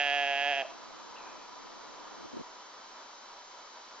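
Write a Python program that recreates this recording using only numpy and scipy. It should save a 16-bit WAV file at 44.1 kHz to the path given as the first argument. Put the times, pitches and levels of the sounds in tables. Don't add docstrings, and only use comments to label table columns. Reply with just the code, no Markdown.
import sys
import numpy as np
from scipy import signal
from scipy.fft import rfft, irfft, next_fast_len
from scipy.io import wavfile
from scipy.ndimage import map_coordinates

SR = 44100
rng = np.random.default_rng(int(sys.argv[2]) if len(sys.argv) > 2 else 0)


def dump_mix(stems):
    frames = np.atleast_2d(stems).T
    limited = np.clip(frames, -1, 1)
    pcm = np.round(limited * 32767).astype(np.int16)
    wavfile.write(sys.argv[1], SR, pcm)


N = 176400


def amp(db):
    return 10 ** (np.asarray(db) / 20)


def unit(x):
    return x / np.sqrt(np.mean(x ** 2) + 1e-20)


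def clock():
    return np.arange(N) / SR


def grid():
    return np.fft.rfftfreq(2 * next_fast_len(N * 2 // 3), 1 / SR)


def along(points):
    hz, db = np.transpose(points)
    return amp(np.interp(np.log(grid() + 1), np.log(hz + 1), db))


def curves(rows):
    seconds, *columns = np.transpose(rows)
    return [np.interp(clock(), seconds, column) for column in columns]


def wobble(rate):
    return map_coordinates(rng.standard_normal(int(N * rate / SR) + 4), [clock() * rate])


def filtered(x, response):
    return irfft(rfft(x, 2 * len(response) - 2) * response)[..., :N]


def rush(colour, alike):
    mid, side = filtered(rng.standard_normal((2, N)), along(colour))
    turn = np.arccos(alike) / 2
    return unit(np.cos(turn) * mid + np.sin(turn) * np.array([side, -side]))


def pulses(times, sizes):
    at = times[:, None] * SR
    taps = np.floor(at).astype(int) + np.arange(-7, 9)
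    shape = np.sinc(taps - at) * np.cos(np.pi * (taps - at) / 16) ** 2
    return np.bincount(np.clip(taps, 0, N).ravel(), (sizes[:, None] * shape).ravel(), N + 1)[:N]


def traffic():
    # time in seconds, relative level in dB.
    swell = [(0.78, -52), (1.12, -50.5), (1.21, -48.5), (1.45, -51.5), (2.13, -49.5), (2.38, -52),
             (2.39, -52), (2.43, -51), (2.64, -53.5), (3.0, -51.5), (3.07, -53), (3.79, -54), (3.87, -55),
             (3.95, -53)]
    # frequency in Hz, gain in dB.
    colour = [(30, -20), (70, -32), (130, -31), (260, -14), (420, -11), (600, -7.5), (880, -5.5),
              (990, 1.5), (1060, -5), (1280, -5.5), (1550, -12), (2100, -19.5), (3200, -25.5),
              (7000, -61.5)]
    db, = curves(swell)
    return amp(db + 0.5 + 0.66 * wobble(14)) * rush(colour, alike=0.77)


def camera_motor():
    # frequency in Hz, mean dB common to both ports, mean dB opposed between them.
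    whine = [(2218, -75, -80), (3015, -75, -80), (3112, -70, -76), (3478, -74, -75), (3548, -76, -83),
             (3779, -73, -75), (4000, -70, -76), (4021, -77, -82), (4054, -69, -76), (4097, -79, -81),
             (4409, -78, -86), (4447, -75, -79), (4544, -81, -78), (4635, -68, -80), (4770, -79, -79),
             (4877, -77, -75), (5335, -75, -73), (5362, -77, -74), (5663, -77, -73), (5776, -78, -72),
             (5803, -73, -70), (5873, -75, -74), (6223, -90, -77), (6379, -76, -67)]
    # frequency in Hz, gain in dB.
    hiss_colour = [(100, -30.5), (1000, 7), (2500, -0.5), (4500, -0.5), (6300, -3), (7300, -9), (8000, -26)]
    drift_rad, flutter_db = 0.4, 1.4
    t, common, opposed = clock(), np.zeros(N), np.zeros(N)
    for hz, common_db, opposed_db in whine:
        phase = 2 * np.pi * hz * t + drift_rad * wobble(20)
        gain = np.sqrt(2) * amp(flutter_db * wobble(20))
        common += gain * amp(common_db) * np.sin(phase)
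        opposed += gain * amp(opposed_db) * np.cos(phase)
    hiss = amp(-55.5) * rush(hiss_colour, alike=0.18)
    return common + np.array([opposed, -opposed]) + hiss


def handling():
    # centre in seconds, width in seconds, relative level in dB, thud pitch in Hz.
    bumps = [(0.159, 0.011, -53, 280), (0.954, 0.01, -59, 280), (1.66, 0.013, -60, 200),
             (2.21, 0.034, -56.5, 180), (2.252, 0.015, -48, 307), (2.341, 0.0096, -39.5, 240),
             (2.374, 0.011, -37.5, 348), (2.397, 0.0055, -38.5, 209), (2.413, 0.0063, -38.5, 264)]
    # frequency in Hz, gain in dB.
    rub_colour = [(25, -46), (70, -3.5), (140, -4.5), (300, 7.5), (450, 1), (800, -11), (2000, -48)]
    rest_s, case_hz, case_t60_s = 2.42, 297, 2.8
    t = clock()
    rested = np.maximum(t - rest_s, 0)
    rub_level = amp(-57.5) * np.exp(-rested / 0.016)
    thuds = np.zeros(N)
    for centre, width, db, hz in bumps:
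        push = amp(db) * np.exp(-((t - centre) / width) ** 2)
        rub_level += push
        thuds += amp(-10.5) * push * np.sin(2 * np.pi * hz * (t - centre))
    common, opposed = rub_level * unit(filtered(rng.standard_normal((2, N)), along(rub_colour)))
    opposed += amp(-61 - 60 * rested / case_t60_s) * np.sin(2 * np.pi * case_hz * rested)
    return thuds + amp(-16.5) * common + np.array([opposed, -opposed])


def ticks(width_s=0.002):
    # centre in seconds, level in dB.
    bursts = [(0.101, -46), (0.708, -53)]
    # frequency in Hz, gain in dB.
    colour = [(2500, -24), (3600, -6), (4100, 0), (4700, -6), (7000, -22)]
    level = sum(amp(db) * np.exp(-((clock() - centre) / width_s) ** 2) for centre, db in bursts)
    return level * rush(colour, alike=0.18)


def bird(trill_hz=55, depth_hz=121):
    # time in seconds, centre pitch in Hz, level in dB.
    call = [(1.15, 2550, -70), (1.169, 2760, -49), (1.19, 2560, -55), (1.23, 2460, -60), (1.29, 2460, -57),
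            (1.37, 2420, -64), (1.45, 2450, -64), (1.5, 2400, -80)]
    start_s, peak_s, end_s = call[0][0], call[1][0], call[-1][0]
    t = clock()
    hz, db = curves(call)
    quaver = np.cos(2 * np.pi * trill_hz * (t - peak_s))
    cycles = np.cumsum(hz + depth_hz * quaver) / SR
    return amp(db) * np.sin(2 * np.pi * cycles) * (t > start_s) * (t < end_s)


def field(x, t60_s=0.82, dark_hz=2200):
    mid, side = rng.standard_normal((2, SR)) * amp(-60 * clock()[:SR] / t60_s)
    tail = (mid + 0.5 * np.array([side, -side])) / np.linalg.norm(mid)
    scatter = signal.fftconvolve(x[None], tail, axes=1)[:, :N]
    return filtered(scatter, 1 / (1 + 1j * grid() / dark_hz))


def throat(formants, slope, scale):
    power = sum(amp(db) ** 2 / (1 + (2 * (grid() - hz * scale) / width) ** 2)
                for hz, width, db in formants)
    cepstrum = irfft(np.log(np.sqrt(power) * along(slope)))
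    half = len(cepstrum) // 2
    return np.exp(rfft(np.r_[cepstrum[0], 2 * cepstrum[1:half], np.zeros(half)]))


def vocal_folds(close_s, stop_s):
    # time in seconds, pitch in Hz.
    melody = [(0, 144.3), (0.065, 142.9), (0.09, 141.3), (0.155, 143.9), (0.185, 141.4), (0.215, 142.7),
              (0.243, 139.6), (0.295, 140.7), (0.345, 138.7), (0.435, 142.1), (0.478, 142.2),
              (0.495, 145.7), (0.508, 144.0), (0.532, 137.1), (0.572, 138.6), (0.605, 136.0), (0.62, 131.2)]
    sag_hz_per_s, rough_from_s, shimmer_db = 350, 0.595, 0.4
    spread_hz, spread_width_hz = 2800, 2100
    t = clock()
    pitch, = curves(melody)
    sag = sag_hz_per_s * np.maximum(t - close_s, 0)
    cycles = np.cumsum(np.maximum(pitch - sag, pitch / 2)) / SR - 0.12
    times = np.interp(np.arange(int(cycles[SR])), cycles, t)
    slip, shimmer = rng.standard_normal((len(times), 2)).T
    jitter_s = np.interp(times, [rough_from_s, stop_s], [8e-6, 120e-6])
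    buzz = pulses(times + jitter_s * slip, amp(shimmer_db * shimmer))
    rasp = unit(rng.standard_normal(N) * np.exp(-2.6 * (cycles % 1)))
    pole = spread_hz ** 2 - grid() ** 2 + 1j * grid() * spread_width_hz
    return filtered(buzz / buzz[:SR].std(), np.conj(pole) / pole) + amp(-24) * rasp


def last_flap(start_s=0.647, rise_s=0.0043, hz=640):
    age = np.maximum(clock() - start_s, 0)
    swell = age / rise_s
    return amp(-36) * swell * np.exp(1 - swell) * np.sin(2 * np.pi * hz * age)


def ewe():
    # time in seconds, relative dB of the first formant, then of the upper ones.
    effort = [(0.0, -34, -29), (0.028, -37.5, -30.5), (0.308, -36, -33.5), (0.39, -37.5, -32.5),
              (0.516, -34.5, -32.5), (0.54, -37.5, -32.5), (0.61, -35, -35.5)]
    # centre in Hz, width in Hz, relative level in dB.
    first_formant = [(706, 82, 0)]
    upper_formants = [(1704, 78, -0.5), (1960, 250, -10.5), (2653, 222, -0.5), (3244, 230, -4.5),
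                      (4760, 240, -22.5), (6500, 600, -15.5)]
    # frequency in Hz, gain in dB.
    low_slope = [(140, -18), (285, -5.5), (430, -4.5), (570, 0.5), (850, -2), (1000, -5.5), (1200, -14.5),
                 (2000, -24.5), (4000, -66.5)]
    high_slope = [(300, -35), (900, -17), (1300, 0), (1600, 1.5), (3280, 1.5), (3450, -11.5), (3750, -2),
                  (4250, -9.5), (4900, -1.5), (6300, -10), (7500, -41)]
    close_s, close_db_per_s = 0.617, 1697
    stop_s, stop_db_per_s = 0.627, 1499
    formant_fall = 0.0096
    t = clock()
    source = vocal_folds(close_s, stop_s)
    low_db, high_db = curves(effort)
    low_db += 1.5 - stop_db_per_s * np.maximum(t - stop_s, 0)
    high_db += 0.5 - close_db_per_s * np.maximum(t - close_s, 0)
    narrowing = np.minimum(t / close_s, 1)
    voice = np.zeros(N)
    for formants, slope, db in [(first_formant, low_slope, low_db), (upper_formants, high_slope, high_db)]:
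        for scale, share in [(1 + formant_fall / 2, 1 - narrowing), (1 - formant_fall / 2, narrowing)]:
            tract = throat(formants, slope, scale)
            steady_rms = filtered(source, tract)[:SR // 2].std()
            voice += filtered(source * share * amp(db), tract) / steady_rms
    return voice + last_flap()


def arrival(x, db, delay_s):
    return filtered(x, amp(db) * np.exp(-2j * np.pi * grid() * delay_s))


def scene(right_louder_db=4, right_lead_s=45e-6):
    voice, trill = ewe(), bird()
    direct = np.array([arrival(voice, side * right_louder_db, -side * right_lead_s)
                       for side in (-0.5, 0.5)])
    echo = arrival(voice, db=-18.5, delay_s=0.087)
    scatter = amp(-17) * field(voice + trill)
    return direct + echo + trill + scatter + traffic() + camera_motor() + handling() + ticks()


def record(dry, top_hz=8050):
    return filtered(dry, 1.0 * (grid() < top_hz))


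dry = scene()
out = record(dry)
dump_mix(out)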